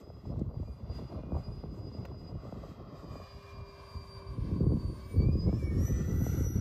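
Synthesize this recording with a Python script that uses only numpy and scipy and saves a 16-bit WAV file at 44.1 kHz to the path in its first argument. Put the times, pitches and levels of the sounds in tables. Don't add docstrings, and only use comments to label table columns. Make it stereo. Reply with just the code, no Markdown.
import sys
import numpy as np
from scipy import signal
from scipy.fft import rfft, irfft, next_fast_len
from scipy.io import wavfile
from scipy.ndimage import uniform_filter1d, map_coordinates

SR = 44100
rng = np.random.default_rng(int(sys.argv[2]) if len(sys.argv) > 2 else 0)


def put_to_file(sound):
    columns = np.atleast_2d(sound).T
    safe = np.clip(columns, -1, 1)
    whole_steps = np.round(safe * 32767)
    wavfile.write(sys.argv[1], SR, whole_steps.astype(np.int16))


def decibels_to_gain(level_db):
    exponent = np.asarray(level_db, float) / 20
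    return 10 ** exponent


N = 291143

# time in seconds, blade-passing rate in Hz.
BLADE_HZ = [(0.0, 4980), (0.36, 4980), (0.46, 4835), (0.9, 4854), (1.5, 4914), (2.2, 4925), (2.9, 4880),
            (3.9, 4741), (5.0, 4584), (5.225, 4567), (5.32, 4896), (5.45, 4960), (5.54, 5100), (5.61, 5430),
            (5.782, 5540), (5.858, 5928), (6.05, 5922), (6.6, 5863)]
# frequency in Hz, density in dB per Hz.
THUMP = [(15, -120), (25, -27.5), (40, -5.5), (70, 2.5), (120, -2), (200, -17.5), (400, -120)]
# frequency in Hz, density in dB per Hz.
FLUTTER = [(60, -120), (120, 0.5), (200, 1), (350, -5.5), (550, -16), (900, -120)]


def unit(x):
    return x / np.sqrt(np.mean(x ** 2) + 1e-20)


def steady(x, seconds):
    power = np.abs(uniform_filter1d(x ** 2, int(seconds * SR)))
    return unit(x / np.sqrt(power + 1e-20))


def curves(rows):
    s, *cols = np.transpose(rows)
    return [np.interp(np.arange(N) / SR, s, c) for c in cols]


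def along(points, hz, axis=1):
    rows = np.transpose(points)
    return np.interp(np.log(hz + 1), np.log(rows[0] + 1), rows[axis])


def wobble(rate):
    coarse = np.arange(0, N + 64, 32)
    knots = rng.standard_normal(int(N * rate / SR) + 4)
    return np.interp(np.arange(N), coarse, map_coordinates(knots, [coarse * rate / SR]))


def bumps(rows, sharp):
    s, fall_s, db = np.transpose(rows)[:, :, None]
    t = np.arange(0, N / SR + .01, .005)
    return t, db - 10 * np.abs((t - s) / np.maximum(fall_s, .03)) ** sharp


def swells(rows, sharp=1.3):
    t, db = bumps(rows, sharp)
    return np.interp(np.arange(N) / SR, t, 20 * np.log10(decibels_to_gain(db).sum(0) + 1e-6))


def filtered(x, response):
    m = next_fast_len(N + 8192)
    return irfft(rfft(x, m) * response(np.fft.rfftfreq(m, 1 / SR)), m)[..., :N]


def shaped_noise(spectrum):
    return filtered(rng.standard_normal(N), lambda hz: decibels_to_gain(along(spectrum, hz)))


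def causal(spectrum):
    size = 8192
    cep = irfft(np.log(decibels_to_gain(along(spectrum, np.fft.rfftfreq(size, 1 / SR))) + 1e-4), size)
    cep[1:size // 2] *= 2
    cep[size // 2 + 1:] = 0
    pulse = irfft(np.exp(rfft(cep)), size)
    return pulse / np.abs(pulse).max()


def through(x, spectrum):
    return signal.fftconvolve(x, causal(spectrum))[:N]


def sine(hz, db):
    return np.sqrt(2) * decibels_to_gain(db) * np.sin(2 * np.pi * (np.cumsum(hz) / SR + rng.random()))


def blade_rate():
    inertia_s = .04
    return uniform_filter1d(curves(BLADE_HZ)[0], round(inertia_s * SR))


def fans():
    # peak in seconds, time to fall 10 dB in seconds, peak in dB.
    whine = [(.1, .12, -70.5), (.29, .04, -66), (.57, .05, -75), (.72, .1, -70), (.95, .05, -56),
             (1.1, .06, -66), (1.44, .06, -61), (1.6, .1, -66), (1.93, .13, -61), (2.18, .08, -68),
             (2.28, .03, -58), (2.45, .12, -73), (2.68, .08, -73), (3, .12, -69), (3.15, .1, -68),
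             (3.3, .11, -64), (3.45, .06, -70), (3.57, .04, -61), (3.7, .08, -66), (3.9, .12, -63),
             (4, .06, -61), (4.14, .08, -56), (4.28, .06, -61), (4.46, .07, -68), (4.6, .05, -65),
             (4.72, .05, -66), (4.82, .04, -62), (4.89, .04, -60), (4.96, .05, -64), (5.03, .04, -66),
             (5.225, .05, -57.5), (5.33, .05, -63), (5.43, .06, -52), (5.56, .035, -60), (5.66, .05, -68),
             (5.79, .04, -64), (5.88, .05, -50), (5.98, .06, -54), (6.12, .06, -57), (6.27, .1, -55),
             (6.46, .12, -51), (6.6, .1, -52), (1.9, 1.5, -82)]
    # peak in seconds, time to fall 10 dB in seconds, peak in dB.
    octave = [(.73, .04, -77), (.98, .1, -77), (1.15, .06, -78), (1.5, .17, -75), (1.85, .12, -85),
              (2.25, .06, -81), (3.35, .07, -78), (3.48, .05, -79), (3.87, .17, -74), (4.14, .14, -71),
              (4.42, .17, -74), (4.7, .14, -73), (4.93, .12, -67), (5.13, .055, -61), (5.36, .08, -73),
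              (5.5, .05, -72), (5.61, .05, -65), (5.68, .04, -69), (5.75, .05, -65), (5.82, .04, -64),
              (5.88, .045, -54), (6.08, .08, -68), (6.25, .1, -52), (6.38, .04, -57), (6.5, .1, -55)]
    # peak in seconds, 10 dB fall in seconds, peak in dB.
    other_lobes = [
        [(.68, .08, -77), (1.3, .25, -73), (2.3, .3, -83), (3.2, .15, -67), (3.5, .15, -66), (3.8, .4, -70),
         (4.3, .4, -71), (5.1, .08, -65), (5.24, .09, -58), (5.96, .06, -76)],
        [(0, .4, -62), (1.8, .6, -59), (3.4, .6, -59), (4.2, .5, -55), (5.15, .4, -61), (6.1, .3, -58)],
        [(5.68, .15, -72), (5.95, .2, -67), (6.25, .3, -65)],
        [(2.6, .4, -77)],
        [(5.6, .12, -78), (6.34, .15, -65)],
        [(5.87, .04, -74), (5.96, .07, -73), (6.27, .12, -77)],
        [(3.6, .3, -93), (4.15, .1, -86), (4.6, .3, -90), (4.97, .06, -82), (5.13, .07, -70), (5.35, .1, -81)],
        [(1.1, .3, -84), (1.7, .4, -84), (2.3, .15, -80)],
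        [(.2, .25, -87), (2.8, .3, -82)],
    ]
    twin_settles_s = (5.55, 5.8)
    lag_cruise, lag_full = .0035, .0095
    twin_cruise_db, twin_full_db = -12, -10

    t = np.arange(N) / SR
    shaft_hz = blade_rate() / 12
    twin_hz = shaft_hz * (1 - np.interp(t, twin_settles_s, [lag_cruise, lag_full]))
    twin_db = np.interp(t, twin_settles_s, [twin_cruise_db, twin_full_db])
    calm_db = np.where(shaft_hz > 485, 1.9, np.where(shaft_hz > 418, 4, 2.9))
    out = np.zeros(N)
    for order, lobes in zip([12, 24, 6, 1, 4, 5, 13, 16, 36, 7, 8], [whine, octave] + other_lobes):
        lobe_db = swells(lobes)
        rotors = [(shaft_hz, -1.5)]
        if order in (1, 4, 12, 24):
            rotors.append((twin_hz, twin_db + 7 * (order == 4) - 5 * (order == 24)))
        depth = np.clip(order / 12, .9 * (order > 1), 1) ** .5 * (.4 if order == 24 else 1)
        jitter = .0015 if order == 6 else .0005
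        for rotor_hz, rotor_db in rotors:
            air = wobble(36)
            fades = air - .3 * (air ** 2 - .6) + .5 * wobble(70)
            hz = order * rotor_hz * (1 + jitter * wobble(20))
            out += sine(hz, lobe_db + rotor_db + calm_db * depth * fades)
    return out


def whistles():
    # peak in seconds, time to fall 10 dB in seconds, peak in dB.
    switch_lobes = [
        (5.62, .04, -63),
        (5.68, .05, -60),
        (5.75, .05, -63),
        (5.89, .03, -63),
        (5.97, .04, -65),
        (6.03, .02, -64),
        (6.2, .12, -73),
    ]
    # middle in seconds, 10 dB fall in seconds, peak in dB, middle in Hz, glide in Hz per second.
    glides = [
        (5.4, .05, -77, 2050, 900),
        (5.5, .04, -65, 2250, 2700),
        (5.87, .02, -72, 2280, 4500),
        (5.95, .06, -72, 2370, 300),
        (5.63, .04, -70, 5110, 4000),
        (5.76, .11, -71, 5310, 900),
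        (5.56, .06, -76, 5560, 3000),
        (5.95, .1, -80, 5420, 0),
        (5.07, .1, -75, 4965, -120),
    ]
    switch_hz = 7735
    t = np.arange(N) / SR
    tones = [(switch_hz - blade_rate(), switch_lobes)]
    for s, fall_s, db, hz, glide in glides:
        tones.append((hz + glide * (t - s), [(s, fall_s, db)]))
    out = np.zeros(N)
    for hz, lobes in tones:
        level_db = swells(lobes, sharp=2.5) + 2.5 * wobble(40)
        out += sine(hz * (1 + .003 * wobble(30)), level_db)
    return out


def rush():
    # frequency in Hz, density in dB per Hz.
    roar_cruise = [(250, -120), (400, -22.5), (560, 3.5), (800, -1.5), (1100, 5), (1500, -12),
                   (2200, -27.5), (3000, -120)]
    roar_full = [(250, -120), (500, -5.5), (1050, -2), (1430, 0.5), (1800, -8), (2500, -15), (3200, -120)]
    hiss = [(900, -120), (1500, 9.5), (2400, 6), (3500, 4.5), (5000, 5), (6500, -8), (8500, -120)]
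    fizz = [(4000, -120), (6000, 6), (8000, 3.5), (10000, -8), (12000, 3), (15000, -8.5), (16000, -120)]
    # time in seconds, level in dB.
    nearness = [(0, -76), (.55, -80.5), (.95, -72), (1.3, -70), (1.7, -77), (2.2, -74.5), (2.55, -68.5),
                (3.2, -68), (4.0, -69.5), (4.7, -72), (5.1, -72), (5.45, -77), (5.9, -67.5), (6.35, -65.5),
                (6.6, -69.5)]
    # middle in s, half length in s, change in dB.
    pockets = [(0, 0.026, 12), (0.07, 0.1, -6), (0.28, 0.038, 8.5), (.48, .08, -3), (0.674, 0.1, 7.5),
               (0.84, 0.072, -6), (0.957, 0.047, 6.5), (1.28, 0.16, -6.5), (1.42, 0.064, 6.5),
               (1.115, 0.037, 1), (1.608, 0.066, 2.5), (1.71, 0.024, 0), (1.77, 0.041, 6.5),
               (1.925, 0.098, 6), (2.147, 0.044, -10), (2.295, 0.03, 6.5), (2.358, 0.076, -6.5),
               (2.72, 0.026, 1.5), (2.823, 0.083, -12), (3.503, 0.028, 4), (3.633, 0.032, -6),
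               (3.786, 0.033, 0), (4.13, 0.034, -1), (4.312, 0.028, 2), (4.26, 0.073, -4),
               (4.456, 0.055, 3), (4.683, 0.055, -5), (5.002, 0.4, 5), (5.12, .03, 6.5), (5.32, .03, 3),
               (5.366, .025, 1), (5.568, 0.17, 10), (5.68, 0.025, -9), (5.87, 0.029, 2),
               (6.097, 0.045, -1.5), (6.177, 0.036, 0), (6.25, .04, 0), (6.386, 0.12, 2),
               (6.514, 0.052, -3), (5.236, .04, 2.5), (4.993, .03, 0.5)]
    # time in seconds, delay in ms.
    bounce = [(0, 1.5), (.9, 1.45), (2.1, 1.46), (3, 1.59), (3.35, 1.75), (3.9, 1.88), (4.8, 1.92),
              (5.8, 1.7), (6.05, 1.52), (6.35, 1.42), (6.6, 1.4)]
    cruise_hz, full_hz = 5050, 5900
    pocket_hiss, pocket_roar = .52, .16

    near_db, = curves(nearness)
    t, shape_db = bumps([(s, half_s, 0) for s, half_s, db in pockets], sharp=2.4)
    clear_db = np.interp(np.arange(N) / SR, t, np.transpose(pockets)[2] @ decibels_to_gain(shape_db))
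    full = np.clip((curves(BLADE_HZ)[0] - cruise_hz) / (full_hz - cruise_hz), 0, 1)
    roar_db = near_db + pocket_roar * clear_db
    hiss_db = near_db + 2 + pocket_hiss * clear_db
    fizz_db = -79.5 + .91 * (near_db + 71) + 8 * full + clear_db + 2.2 * wobble(11)
    gust = wobble(16)
    late = np.arange(N) - curves(bounce)[0] * SR / 1000
    # spectrum, gain, ground reflection share, gust scatter in dB; faster air lifts the roar in pitch
    layers = [(roar_cruise, decibels_to_gain(roar_db + 12) * np.sqrt(1 - full), .6, .8),
              (roar_full, decibels_to_gain(roar_db + 8) * np.sqrt(full), .75, .8),
              (hiss, decibels_to_gain(hiss_db), .5, .9),
              (fizz, decibels_to_gain(fizz_db), .45, 1.5)]
    out = np.zeros(N)
    for spectrum, gain, ground, gust_db in layers:
        direct = shaped_noise(spectrum)
        reflected = map_coordinates(direct, [late], order=1, mode="mirror")
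        out += gain * decibels_to_gain(gust_db * gust + 1.28 * wobble(10)) * unit(direct + ground * reflected)
    return out


def buffeting():
    # time in seconds, strength in dB, flutter over thump in dB (squareness).
    breeze = [(0, -47, 2), (.21, -48, -5.5), (.255, -35, -2.5), (.72, -46, -2), (.8, -50, 2.5),
              (1.05, -43, 3), (1.7, -47, -0.5), (1.95, -44, 1), (2.88, -50, 4.5), (3.2, -46, 1),
              (3.27, -51, -11), (4.33, -52.5, -1.5), (4.42, -31, -2), (4.79, -36.5, 5.5),
              (5.08, -55.5, 1.5), (5.165, -25, -4.5), (5.6, -32.5, -1.5), (6.6, -32, -0.5)]
    # peak in seconds, time to fall 10 dB in seconds (less than .03 counts as .03), peak in dB,
    # flutter over thump in dB.
    gusts = [(.43, -0.07, -33, -27), (0.609, 0.11, -40, -34), (.91, -0.02, -43, -11),
             (1.16, -0.03, -45.5, 4), (1.354, 0.0225, -31.5, -2.5), (1.5, 0, -40, -27),
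             (1.78, 0.27, -45.5, -9.5), (2.03, -0.4, -50.5, -12), (2.26, 1.4, -59, -33),
             (2.37, -0.13, -37.5, -17), (2.63, -0.02, -49, 2), (3.11, -0.3, -47, -3), (3.36, -0.5, -57, 5),
             (3.592, -0.1551, -34, -14.5), (3.971, 0.02, -34.5, -14), (4.155, 0.01, -41, -31),
             (4.3, 0.01, -35, -23), (4.411, -0.07, -39.5, -11), (4.68, -0.0271, -23, -6.5),
             (4.87, -0.0757, -29, -25), (5.018, -0.05, -38.5, -13), (5.212, 0.1, -37.5, -31),
             (5.468, -0.0374, -26.5, -0.5), (5.82, 0.08, -29.5, -9), (6.169, -0.2, -29.5, -4.5),
             (6.5, 0.8, -39, -46)]
    # frequency in Hz, density in dB per Hz.
    rasp_spectrum = [(200, -120), (400, -5), (600, -2), (850, -13), (1080, -10), (1400, -32), (2200, -55),
                     (3000, -120)]
    turn_s = (4.1, 4.4)
    rasp_side_db, rasp_front_db = -13, -27

    breeze_db, square_db = curves(breeze)
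    thump = decibels_to_gain(breeze_db) + decibels_to_gain(swells([(s, fall_s, db) for s, fall_s, db, _ in gusts]))
    flutter_gusts_db = swells([(s, fall_s, db + over_db) for s, fall_s, db, over_db in gusts])
    flutter = decibels_to_gain(breeze_db + square_db) + decibels_to_gain(flutter_gusts_db)
    rasp = flutter * decibels_to_gain(np.interp(np.arange(N) / SR, turn_s, [rasp_side_db, rasp_front_db]))
    lumps, spikes = wobble(30), wobble(120)
    # spectrum, gain, lump depth in dB, spike depth in dB
    layers = [(THUMP, thump * decibels_to_gain(-3), 2.2, 2.5),
              (FLUTTER, flutter * decibels_to_gain(-5), 3, 4),
              (rasp_spectrum, rasp * decibels_to_gain(-1.5), 3.5, 5.5)]
    out = np.zeros(N)
    for spectrum, gain, lump_db, spike_db in layers:
        uneven_db = lump_db * lumps + spike_db * (.7 * spikes + .74 * wobble(120))
        push = rng.standard_normal(N) * decibels_to_gain(uneven_db)
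        out += gain * steady(through(push, spectrum), seconds=.17)
    return out


def pops():
    # time in seconds, peak in dB, bass in dB.
    bursts = [(0.101, -33.5, -64), (0.317, -37.5, -39), (0.338, -35, -38), (0.377, -63, -34.5),
              (0.413, -38, -23), (0.511, -38.5, -57), (0.597, -48, -30.5), (0.681, -40.5, -41.5),
              (0.898, -32.5, -58), (1.04, -54, -46), (1.234, -34.5, -37), (1.32, -27, -28),
              (1.637, -31, -32.5), (1.723, -50, -38), (1.948, -37, -36.5), (2.143, -37.5, -54),
              (2.524, -28, -34), (2.637, -34.5, -63), (3.155, -30.5, -51), (3.199, -36, -62),
              (4.378, -49, -29.5), (4.513, -45, -26.5), (4.605, -40, -18), (4.664, -39, -19.5),
              (4.719, -33.5, -20.5), (4.766, -40, -25), (5.16, -48, -26), (5.199, -33.5, -19),
              (5.285, -33, -19.5), (5.492, -28, -32), (5.527, -28.5, -24.5), (5.88, -33, -41),
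              (5.9, -42, -27.5), (6.079, -40, -29.5), (6.214, -34, -27.5), (6.265, -25, -26)]
    # frequency in Hz, density in dB per Hz.
    pop_spectrum = [(200, -120), (400, 1.5), (650, 2), (950, -13), (1500, -21.5), (2600, -120)]
    sharp, deep = np.zeros((2, N))
    for s, db, bass_db in bursts:
        sharp[round(s * SR)] = decibels_to_gain(db - 7)
        deep[round(s * SR)] = decibels_to_gain(bass_db)
    return through(sharp, pop_spectrum) + through(deep, FLUTTER) + through(decibels_to_gain(-6.5) * deep, THUMP)


def thuds():
    # time in seconds, peak in dB.
    pushes = [(0.369, -23.5), (0.827, -29.5), (0.894, -25), (0.964, -30), (1.352, -29), (1.389, -26.5),
              (4.384, -27.5), (4.418, -26), (5.175, -22), (5.26, -15), (5.448, -19), (5.633, -19.5),
              (5.798, -19), (5.913, -17.5), (6.162, -20), (6.328, -21.5), (6.389, -23.5), (6.442, -20.5),
              (6.55, -16)]
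    push = np.zeros(N)
    for s, db in pushes:
        push[round(s * SR)] = decibels_to_gain(db - 4)
    return through(push, THUMP)


def wind():
    trail_cycles = .8005

    def trail(hz):
        bass_hz = np.clip(hz, 40, 700)
        return np.exp(-2j * np.pi * trail_cycles * (np.log(bass_hz) - bass_hz / 700))

    return filtered(buffeting() + pops(), trail) + thuds()


def ticks():
    # time in seconds, peak in dB, bright edge in dB.
    handling = [
        (0.393, -68, -70),
        (2.0519, -43, -70),
    ]
    # frequency in Hz, density in dB per Hz.
    body_spectrum = [(150, -120), (500, 23), (1500, 6.5), (3000, -1), (6000, -12.5), (13000, -14.5),
                     (15500, -8), (17000, -120)]
    edge_spectrum = [(2200, -120), (3300, -6), (5000, 5), (7000, 2), (9000, -4), (11000, -120)]
    out, t = np.zeros((2, N + SR)), np.arange(SR // 20) / SR
    for s, db, bright_db in handling:
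        decay = decibels_to_gain([[db - 12.5], [bright_db]] - 60 * t / .029)
        out[:, round(s * SR):][:, :len(t)] += decay * rng.standard_normal(len(t))
    return through(out[0, :N], body_spectrum) + through(out[1, :N], edge_spectrum)


def preamp():
    # frequency in Hz, density in dB per Hz.
    self_noise = [(8000, -120), (10500, 5), (12000, 7), (15000, -4), (16000, -120)]
    return decibels_to_gain(-89.5 + 1.2 * wobble(8.1)) * unit(shaped_noise(self_noise))


def ports(x):
    # frequency in Hz, left port's lead in radians.
    lead_rad = [(900, .65), (2100, .03), (5900, .7), (7400, .05), (9200, 1.85), (9650, 2.1), (10100, 3.1),
                (10800, 4.0), (13200, 6.28), (15000, 7.1)]
    # frequency in Hz, unrelated share in dB.
    unrelated = [(200, -12), (1300, -22), (2500, -36), (3550, -4), (5600, -44), (8300, -22.5), (13800, -43),
                 (15100, -5)]
    # time in seconds, edge in Hz.
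    mono_edge = [(0, 385), (2.5, 680), (5.3, 430), (6.6, 132)]
    mid = filtered(x, lambda hz: np.cos(along(lead_rad, hz) / 2))
    lead = filtered(x, lambda hz: 1j * np.sin(along(lead_rad, hz) / 2))
    loose = filtered(x, lambda hz: decibels_to_gain(along(unrelated, hz)))
    hz, t, z = signal.stft(loose, SR, nperseg=1024)
    z = z * np.exp(2j * np.pi * rng.random(z.shape))
    z = z + signal.stft(lead, SR, nperseg=1024)[2]
    edge_hz = np.interp(t, *np.transpose(mono_edge))
    z = z / (1 + (edge_hz / (hz[:, None] + 1)) ** 20)
    side = signal.istft(z, SR, nperseg=1024)[1][:N]
    return np.array([mid + side, mid - side])


def scene():
    close = np.clip((N - np.arange(N)) / (.006 * SR), 0, 1)
    return ports(close * (fans() + whistles() + rush() + wind() + ticks() + preamp()))


def thinned_top(x):
    start_s, edge_hz, under_hz, rest_db = (6.165, 12080, 11520, -45)
    scrap_share = .11
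    hz, t, z = signal.stft(np.array([x[0] + x[1], x[0] - x[1]]) / 2, SR, nperseg=2048)
    scraps = rng.random((len(hz) // 14 + 1, len(t))) < scrap_share
    scraps = scraps.repeat(14, axis=0)[:len(hz)]
    band = np.array([(hz > edge_hz) | (hz > 10000) & (hz < under_hz), hz > edge_hz])
    lost = band[:, :, None] & (t > start_s) & ~scraps
    mid, side = signal.istft(z * np.where(lost, decibels_to_gain(rest_db), 1), SR, nperseg=2048)[1][:, :N]
    return np.array([mid + side, mid - side])


def top_cut(x):
    return signal.sosfilt(signal.butter(12, 15680, fs=SR, output="sos"), x)


def record(dry):
    rounded = dry / (1 + np.abs(dry / .15) ** 4) ** (1 / 4)
    mix = thinned_top(rounded)
    return top_cut(mix)


dry = scene()
out = record(dry)
put_to_file(out)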